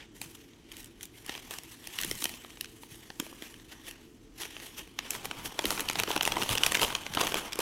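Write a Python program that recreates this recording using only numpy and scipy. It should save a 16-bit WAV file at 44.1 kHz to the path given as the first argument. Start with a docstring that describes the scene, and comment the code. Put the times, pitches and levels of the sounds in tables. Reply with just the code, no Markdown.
"""A folded thin paper leaflet is opened by hand close to a small microphone in a quiet room.
Ventilation murmurs throughout, made of filtered noise; a grainy rustle of hiss and ticks lies over it.
Soon the first creases snap (short noise bursts) and panels flop over (waves of falling pitch).
From about two seconds on, soft lumps of deep noise are the air fanned by hands and sheet.
Around five seconds the leaflet opens and its hollow colour fades; then the snaps crowd together."""
import sys
import numpy as np
from scipy import signal
from scipy.fft import rfft, irfft, next_fast_len
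from scipy.io import wavfile
from scipy.ndimage import uniform_filter1d, map_coordinates

SR = 44100
rng = np.random.default_rng(int(sys.argv[2]) if len(sys.argv) > 2 else 0)


def wrap_up_sound(samples):
    """Save the sound to the file named by the first command line argument, as 16-bit audio."""
    columns = np.atleast_2d(samples).T
    # keep every value between -1 and 1, then stretch to whole-number steps
    tamed = np.clip(columns, -1, 1)
    steps = np.round(tamed * 32767).astype(np.int16)
    wavfile.write(sys.argv[1], SR, steps)


N = 335595  # length in samples


def amp(db):
    """Turn decibels into a plain multiplier."""
    return 10 ** (np.asarray(db) / 20)


def unit(x):
    """Scale to an rms of 1."""
    return x / np.sqrt(np.mean(x ** 2, axis=-1, keepdims=True) + 1e-20)


def along(points, hz):
    """Read a curve of (f/Hz, value) points on a logarithmic frequency axis."""
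    f, value = np.transpose(points)
    return np.interp(np.log(hz + 1), np.log(f + 1), value)


def over_time(times, values):
    """Join the points with straight lines, one value per sample."""
    return np.interp(np.arange(N) / SR, times, values)


def curves(rows):
    """One curve over time for each column after t/s."""
    times, *columns = np.transpose(rows)
    return [over_time(times, column) for column in columns]


def wobble(rate):
    """A smooth random curve through `rate` random points a second."""
    points = rng.standard_normal(int(N * rate / SR) + 4)
    return map_coordinates(points, [np.arange(N) * rate / SR])


def filtered(x, response):
    """Colour a sound by a function of frequency."""
    size = next_fast_len(N + SR // 2)
    spectrum = rfft(x, size) * response(np.fft.rfftfreq(size, 1 / SR))
    return irfft(spectrum, size)[..., :N]


def resonances(modes, f):
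    """A flat response raised or lowered around each (f/Hz, width/Hz, level/dB)."""
    response = 1
    for centre, width, db in modes:
        band = 1j * f * width / (centre * centre - f * f + 1j * f * width)
        response = response + (amp(db) - 1) * band
    return response


def scatter(times, rows):
    """Add each row to one track, starting at its time."""
    at = np.round(times * SR).astype(int)[:, None] + np.arange(rows.shape[1])
    return np.bincount(at.ravel(), rows.ravel(), N + SR)[:N]


def patchy_noise(depth_db, size):
    """Noise of rms 1 whose strength varies in patches of size (170 Hz bins, 3 ms frames)."""
    z = signal.stft(rng.standard_normal(N), nperseg=256)[2]
    field = uniform_filter1d(rng.standard_normal(z.shape), size[0], 0)
    field = uniform_filter1d(field, size[1], 1)
    strength = amp(depth_db * field / field.std())
    return unit(signal.istft(z * strength, nperseg=256)[1][:N])


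# Colour of the ventilation noise before its hums: f/Hz, level/dB (per Hz, relative)
MURMUR_COLOUR = [(12, -33), (35, -1), (85, -9.5), (190, -10.5), (300, -9.5), (450, -17), (540, -23),
                 (2500, -31.5), (8000, -36), (13000, -61), (16000, -57)]
# Broad hums in the ventilation: f/Hz, width/Hz, level/dB (lift)
DUCT_HUMS = [(114.5, 5.3, 9.5), (240, 4.2, 10.5), (279, 14, 7.5), (332.5, 33, 11), (435, 26, 8.5)]
MURMUR_DB = -55.5


def murmur():
    """Steady ventilation: noise mostly below 500 Hz, with broad hums where the air resonates."""
    def colour(hz):
        return amp(along(MURMUR_COLOUR, hz)) * resonances(DUCT_HUMS, hz)

    air = filtered(patchy_noise(depth_db=0.5, size=(5, 10)), colour)
    return amp(MURMUR_DB) * unit(air)


# Colour shared by rustle and snaps: f/Hz, level/dB (per Hz, relative)
PAPER_COLOUR = [(88, -16), (150, -9), (341, -1.5), (612, -6), (905, -1), (1390, -4), (3040, -0.5),
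                (4950, -6.5), (11500, -3.5), (14800, -9.5), (16000, -15)]


def registers(hz):
    """Split the paper's colour into panel flexing, crease body and sharp edge, each of unit power."""
    low = 1 / (1 + (hz / 1350) ** 7)
    high = 1 / (1 + (5000 / (hz + 1)) ** 4)
    return unit(amp(along(PAPER_COLOUR, hz)) * np.array([low, 1 - low - high, high]))


def bursts(rises, ripple_db):
    """Short noise bursts in three registers; panels swell later and ring longer than the edge."""
    t = np.arange(1024) / SR
    stretch = np.array([1.7, 1, .75])[:, None, None]  # panel, body, edge
    u = np.maximum(t - .003, 0) / (rises[None, :, None] * stretch)  # 3 ms of silence first
    swell = u * np.exp(-u)
    raw = rfft(swell * rng.standard_normal((len(rises), len(t))))
    facets = unit(uniform_filter1d(rng.standard_normal(raw.shape[1:]), size=9))  # a colour for each burst
    colour = registers(np.fft.rfftfreq(len(t), 1 / SR))[:, None]
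    parts = irfft(raw * amp(ripple_db * facets) * colour)
    return parts / np.abs(parts).max(-1, keepdims=True)


# Steady grip and shifting of the sheet: t/s, level/dB (rustle body), level/dB (edge, relative to body)
GRIP = [(0, -51.5, -18), (.1, -73.5, -8), (.3, -61, 3), (.58, -69.5, -6), (.95, -70.5, -4),
        (1.4, -62.5, -0.5), (1.85, -59.5, -2), (2.1, -51, 4.5), (2.45, -59.5, -1), (2.75, -66.5, 2),
        (3.5, -66, -1), (3.98, -61.5, -8), (4.12, -73.5, 3), (4.33, -74, -8), (4.5, -54, -4.5),
        (4.95, -65.5, -3.5), (5.05, -52.5, -7.5), (5.6, -54, -2.5), (6.1, -48, -4), (6.8, -42.5, -1),
        (7.05, -55, -2.5), (7.3, -46.5, 0), (7.61, -55, -9)]
# Swishes of a finger or layer across the paper:
# t/s (peak), level/dB (peak), length/s, level/dB (edge, relative to peak)
STROKES = [(0.167, -59.5, 0.046, 1), (0.238, -49.5, 0.048, 3), (0.353, -60.5, 0.015, 9),
           (0.737, -58.5, 0.13, -6), (0.805, -55.5, 0.073, 4), (1.035, -52.5, 0.028, 4),
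           (1.182, -59.5, 0.075, 2), (1.324, -48, 0.14, -5), (1.534, -44.5, 0.068, -1.5),
           (1.717, -54.5, .07, 3), (1.989, -45.5, 0.14, -1), (2.222, -59, 0.091, 19),
           (2.642, -74, 0.051, 1), (2.826, -72.5, 0.11, 15), (2.94, -56.5, 0.1, 2), (3.033, -57, 0.062, -1),
           (3.254, -57.5, 0.21, 3), (3.445, -51.5, 0.12, -1.5), (3.727, -51, 0.042, -5),
           (3.883, -44, 0.037, 0), (4.417, -40.5, 0.048, -1.5), (4.66, -53, 0.099, 3),
           (4.786, -42.5, 0.04, -0.5), (5.14, -45.5, 0.053, 3), (5.255, -42.5, 0.014, 4.5),
           (5.458, -41.5, 0.027, 3), (5.71, -41.5, 0.12, 2), (5.806, -39.5, 0.023, 2),
           (5.997, -35, 0.028, -4), (6.107, -38.5, 0.042, -2), (6.27, -43.5, 0.035, 5),
           (6.415, -36.5, 0.027, -2), (6.522, -37, 0.062, -0.5), (6.67, -41.5, 0.035, 2),
           (6.837, -33.5, 0.048, -0.5), (7.209, -31, 0.058, -6), (7.372, -41, 0.082, -2.5),
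           (7.607, -39, .04, -6)]
FADE_DB, RISE_SHARE = 16.5, 0.78  # fall of a stroke over its length; its rise is this share as long


def handling():
    """Level of the rustle body and its relative edge in dB: swishes add power to the steady grip."""
    coarse = np.arange(0, N, 64)  # work on every 64th sample
    peak, db, length, edge_db = np.array(STROKES).T[..., None]
    late = (coarse / SR - peak) / np.maximum(length, .01)
    distance = np.where(late < 0, -late / RISE_SHARE, late)
    swish = amp(db - FADE_DB * distance)

    def fine(values):
        return np.interp(np.arange(N), coarse, values)

    grip, grip_edge = amp(curves(GRIP))
    body = grip ** 2 + fine((swish ** 2).sum(0))
    edge = (grip * grip_edge) ** 2 + fine(((swish * amp(edge_db)) ** 2).sum(0))
    return 10 * np.log10(body), 10 * np.log10(edge / body)


# The sheet goes from folded to open between these two moments: t/s (start), t/s (end)
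OPENED = (4.7, 5.2)
PANEL_FOLDED_DB, PANEL_OPEN_DB = -6, 2  # panel level relative to body; the open sheet flexes more


def rustle():
    """Sliding fibres hiss in shifting narrow bands, and tiny creases tick in clumps on top."""
    db, edge_db = handling()
    panel_db = over_time(OPENED, [PANEL_FOLDED_DB, PANEL_OPEN_DB])
    clump = wobble(45)

    draw = rng.random((2500, 6))  # one row per tick
    times = draw[:, 0] * (N - 1) / SR
    size_db = -6 * np.log(draw[:, 1]) + 3.1 * clump[(times * SR).astype(int)]
    size_db = np.minimum(size_db, 14)  # the big creases are the snaps
    tilt_db = 14 * draw[:, 3:].T  # some ticks are dull, some sharp
    grains = bursts(0.00013 + 0.001 * draw[:, 2], ripple_db=2.5)
    tracks = [scatter(times, amp(size_db + tilt)[:, None] * grain) for tilt, grain in zip(tilt_db, grains)]
    ticks = unit(np.array(tracks))

    flicker = amp(.9 * clump + 2.2 * wobble(120))
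    fibres = flicker * patchy_noise(depth_db=2.4, size=(3, 22))
    hiss = filtered(unit(fibres), registers)

    grit = np.clip(0.68 + 0.014 * (db + 38), .2, .9)  # harder handling crackles more than it hisses
    layers = grit * ticks + np.sqrt(1 - grit ** 2) * hiss
    gains = amp(db + np.array([panel_db, 0 * db, edge_db]))
    return (gains * layers).sum(0)


# Creases that buckle: t/s, level/dB (body peak), level/dB (panel, relative), level/dB (edge, relative)
SNAPS = [(0.2151, -28.5, -10, 3), (0.3496, -42, -23, -11), (0.5342, -48.5, -10, -28),
         (0.717, -35.5, -26, -6), (0.7227, -42.5, -24, 5), (0.7678, -41, -23, 9), (0.8294, -47, -17, 5),
         (0.8438, -45, -21, 12.5), (0.8585, -49, -16, 8), (1.0094, -37, -27, -2),
         (1.0297, -40.5, -30, 12.5), (1.054, -44.5, -20, 10), (1.2632, -40, -10, 10),
         (1.2938, -24.5, -5, -13), (1.3514, -30, -8, -11), (1.3773, -34, -6, -15), (1.509, -30.5, -4.5, 3),
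         (1.5853, -33, -10, 3.5), (1.6344, -45.5, -14, 10), (1.8417, -38.5, -18, -8),
         (1.8721, -30.5, -14, 1.5), (1.9871, -19, -35, -9), (2.0024, -31, -19, -4), (2.0132, -30, -15, 8),
         (2.024, -31, -13, 3), (2.0336, -24, -23, -4), (2.0467, -27, -20, 5), (2.1124, -22.5, -17, 3.5),
         (2.2226, -25.5, -7.5, -6), (2.2411, -26, -14, 9.5), (2.2545, -20, -12, -4), (2.293, -30.5, -19, 0),
         (2.3388, -36, -9, -13), (2.447, -36.5, 0.5, -12), (2.5044, -38, -18, -15), (2.5721, -40, -8, -27),
         (2.61, -23.5, -27, 3), (2.6444, -32.5, -37, -5), (2.6567, -36, -28, -16), (2.834, -38.5, 1.5, -14),
         (3.1027, -30.5, -6, -22), (3.1991, -24, -1.5, 2.5), (3.265, -38, -1, -6),
         (3.3274, -47.5, 10.5, -6), (3.4223, -32, -12, -4), (3.5412, -38, -24, -15), (3.598, -42, -16, -26),
         (3.9105, -36, -19, 1), (4.4337, -26.5, -28, -26), (4.4529, -33, -5, -11), (4.566, -29.5, -8, -30),
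         (4.5999, -35, -12, -11), (4.875, -45, -8, -6), (4.9892, -18.5, -12, -12), (5.1063, -26.5, -25, 12),
         (5.1338, -29.5, -18, -15), (5.1505, -29, -4, -11), (5.246, -36, -1, 3), (5.2545, -27, -2, -8),
         (5.3118, -21.5, -9, -18), (5.458, -26, -25, -9), (5.591, -17.5, -2.5, -9), (5.641, -26, -6, -16),
         (5.6544, -17.5, -21, -4), (5.7054, -19.5, -5.5, 0), (5.777, -25.5, -3, -13),
         (5.7947, -21.5, -10, -10), (5.8058, -26, -15, 9), (5.887, -19, -23, -9), (5.8982, -20, -7, -5),
         (5.9114, -26, -17, -4), (5.9312, -31.5, -18, 5), (5.9555, -22, -6, -18), (5.9877, -23, -11, -7),
         (5.9992, -17.5, -6.5, 0), (6.0348, -16.5, -9, -6), (6.0758, -28, -4, -16), (6.1043, -26, 7.5, -12),
         (6.114, -20.5, -18, -5), (6.1624, -19.5, 0, -5), (6.1763, -23, -1, -10), (6.2095, -13.5, -10, -17),
         (6.225, -28, -22, 6), (6.2308, -22, -8, 2.5), (6.2522, -17.5, -16, 0), (6.2615, -24.5, -5, -7),
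         (6.276, -17, 0, -2.5), (6.3198, -19, -7, -10), (6.357, -27, -6, -22), (6.3678, -22.5, 4, -18),
         (6.4218, -21, -4.5, -8), (6.4328, -21.5, -5, -3), (6.4824, -39, -10, -5), (6.4919, -19.5, -9, -1),
         (6.5114, -23.5, -17, -7), (6.5304, -23, -11, -2), (6.553, -20, -8, -1), (6.575, -19, -17, -20),
         (6.5808, -18, -22, -5), (6.6351, -7.5, -36, -13), (6.6635, -12, -15, -1), (6.72, -17.5, -7, -2),
         (6.7456, -15.5, -13, -6), (6.7506, -11.5, -25, -13), (6.771, -20.5, -11, -7),
         (6.7953, -19.5, -28, -11), (6.8156, -17, -16, -5), (6.831, -11.5, -10, -7.5),
         (6.847, -21, -5, -17), (6.903, -28, -0.5, -19), (6.9252, -28, -1.5, -12), (6.9506, -18, -15, -7),
         (7.0347, -34, -13, -21), (7.0646, -21.5, -11, -31), (7.1373, -23.5, -13, -12),
         (7.1495, -22.5, -12, 0.5), (7.171, -19, 1.5, -24), (7.1967, -25, -3, 0), (7.2124, -18.5, -6, -1),
         (7.236, -23, -13, -8), (7.2691, -22.5, -3, -1), (7.2754, -24, -9, -2), (7.3205, -25.5, -3, -21),
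         (7.3432, -17, -2.5, -2.5), (7.354, -25, 1, -12), (7.5223, -28, -18, -10), (7.5299, -24.5, -20, -4),
         (7.5562, -33.5, -3, 6.5), (7.5898, -29.5, 8.5, 11), (7.6034, -27, -4, -1)]
RISE_MS, RISE_SCATTER = .85, .2  # usual rise of a snap's body; log spread from crease to crease


def snaps():
    """Each crease lets go in a burst of a few milliseconds."""
    times, db, panel_db, edge_db = np.transpose(SNAPS)
    gains = amp(db + np.array([panel_db, 0 * db, edge_db]))
    rises = RISE_MS / 1000 * np.exp(RISE_SCATTER * rng.standard_normal(len(times)))
    clicks = (gains[..., None] * bursts(rises, ripple_db=3)).sum(0)
    return scatter(times - .003, clicks)  # makes up for the silence that starts each burst


# Air pocket between the folded layers, a dip below a lift: f/Hz, width/Hz, level/dB
POCKET = [(1350, 310, -2), (1860, 133, 3.5)]


def air_pocket(bare):
    """The air between folded layers colours the paper; the colour fades as the sheet opens."""
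    folded = over_time(OPENED, [1, 0])
    hollow = filtered(bare, lambda hz: resonances(POCKET, hz))
    return folded * hollow + (1 - folded) * bare


# Whole panels flipping over: t/s (start), level/dB (peak), f/Hz (pitch passed on the way down)
FLOPS = [(0.256, -45, 150), (2.047, -33.5, 328), (2.113, -31, 365), (2.225, -37.5, 345), (2.915, -46, 130),
         (3.223, -35.5, 310), (3.421, -37, 337), (5.644, -22.5, 374), (5.656, -28, 294), (6.08, -27, 390),
         (6.274, -31.5, 340), (6.497, -31.5, 100), (6.826, -26, 467), (7.1, -39, 156), (7.171, -36, 214),
         (7.591, -26, 453)]


def flops():
    """A bending wave crosses the panel: short ripples arrive first, so the pitch falls."""
    times, db, hz = np.transpose(FLOPS)
    cycles = hz[:, None] * np.arange(SR // 8) / SR
    u = cycles / 1.08  # the swell lasts about two cycles
    swell = (u * np.exp(1 - u)) ** 3
    wave = np.sin(2 * np.pi * 3.55 * np.log(1 + cycles / 2.24))
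    return scatter(times, amp(db)[:, None] * swell * wave)


# Air moved by hands and sheet: t/s, level/dB
FAN = [(1.6, -90), (2.1, -47), (2.5, -73), (4.9, -66), (5.3, -53.5), (5.46, -46), (5.55, -60),
       (5.67, -50.5), (6.12, -51), (6.45, -48), (6.52, -40), (6.62, -46), (7.08, -55.5), (7.12, -47),
       (7.35, -55), (7.61, -54)]
# Colour of the moved air: f/Hz, level/dB (per Hz, relative)
PUFF_COLOUR = [(15, -4), (60, -4), (200, -6), (500, -33)]


def fan():
    """Moving hands and sheet push soft lumps of air past the microphone."""
    db, = curves(FAN)
    air = filtered(rng.standard_normal(N), lambda hz: amp(along(PUFF_COLOUR, hz)))
    lumps = amp(4.3 * wobble(25))
    return amp(db) * unit(lumps * air)


# How long the room's answer takes to fall by 60 dB: f/Hz, time/s
ROOM_DECAY = [(200, 0.84), (2000, 1), (10000, 0.14)]


def room(x):
    """Each frequency of the room's answer dies at its own speed."""
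    hz, t, z = signal.stft(rng.standard_normal(SR // 2), SR, nperseg=256)
    decay = amp(-60 * t / along(ROOM_DECAY, hz)[:, None])
    tail = signal.istft(z * decay, SR, nperseg=256)[1]
    delayed = np.pad(x, (200, 0))  # in samples
    return signal.fftconvolve(delayed, tail / np.linalg.norm(tail))[:N]


def scene():
    """Paper with its quiet echo, over fanned air and ventilation."""
    background = murmur()
    paper = air_pocket(rustle() + snaps()) + flops()
    return (paper + amp(-18.5) * room(paper) + fan() + background)[None]


# Microphone port resonances: f/Hz, width/Hz, level/dB (lift)
PORT = [(3115, 490, 3), (5930, 1080, 4)]
TOP_HZ = 16000  # upper band limit


def record(dry):
    """The microphone port lifts two bands; the top is cut steeply at the band limit."""
    def response(hz):
        top_cut = (hz < 16650) / (1 + (hz / TOP_HZ) ** 120)
        return resonances(PORT, hz) * top_cut

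    return filtered(dry, response)


dry = scene()
out = record(dry)
wrap_up_sound(out)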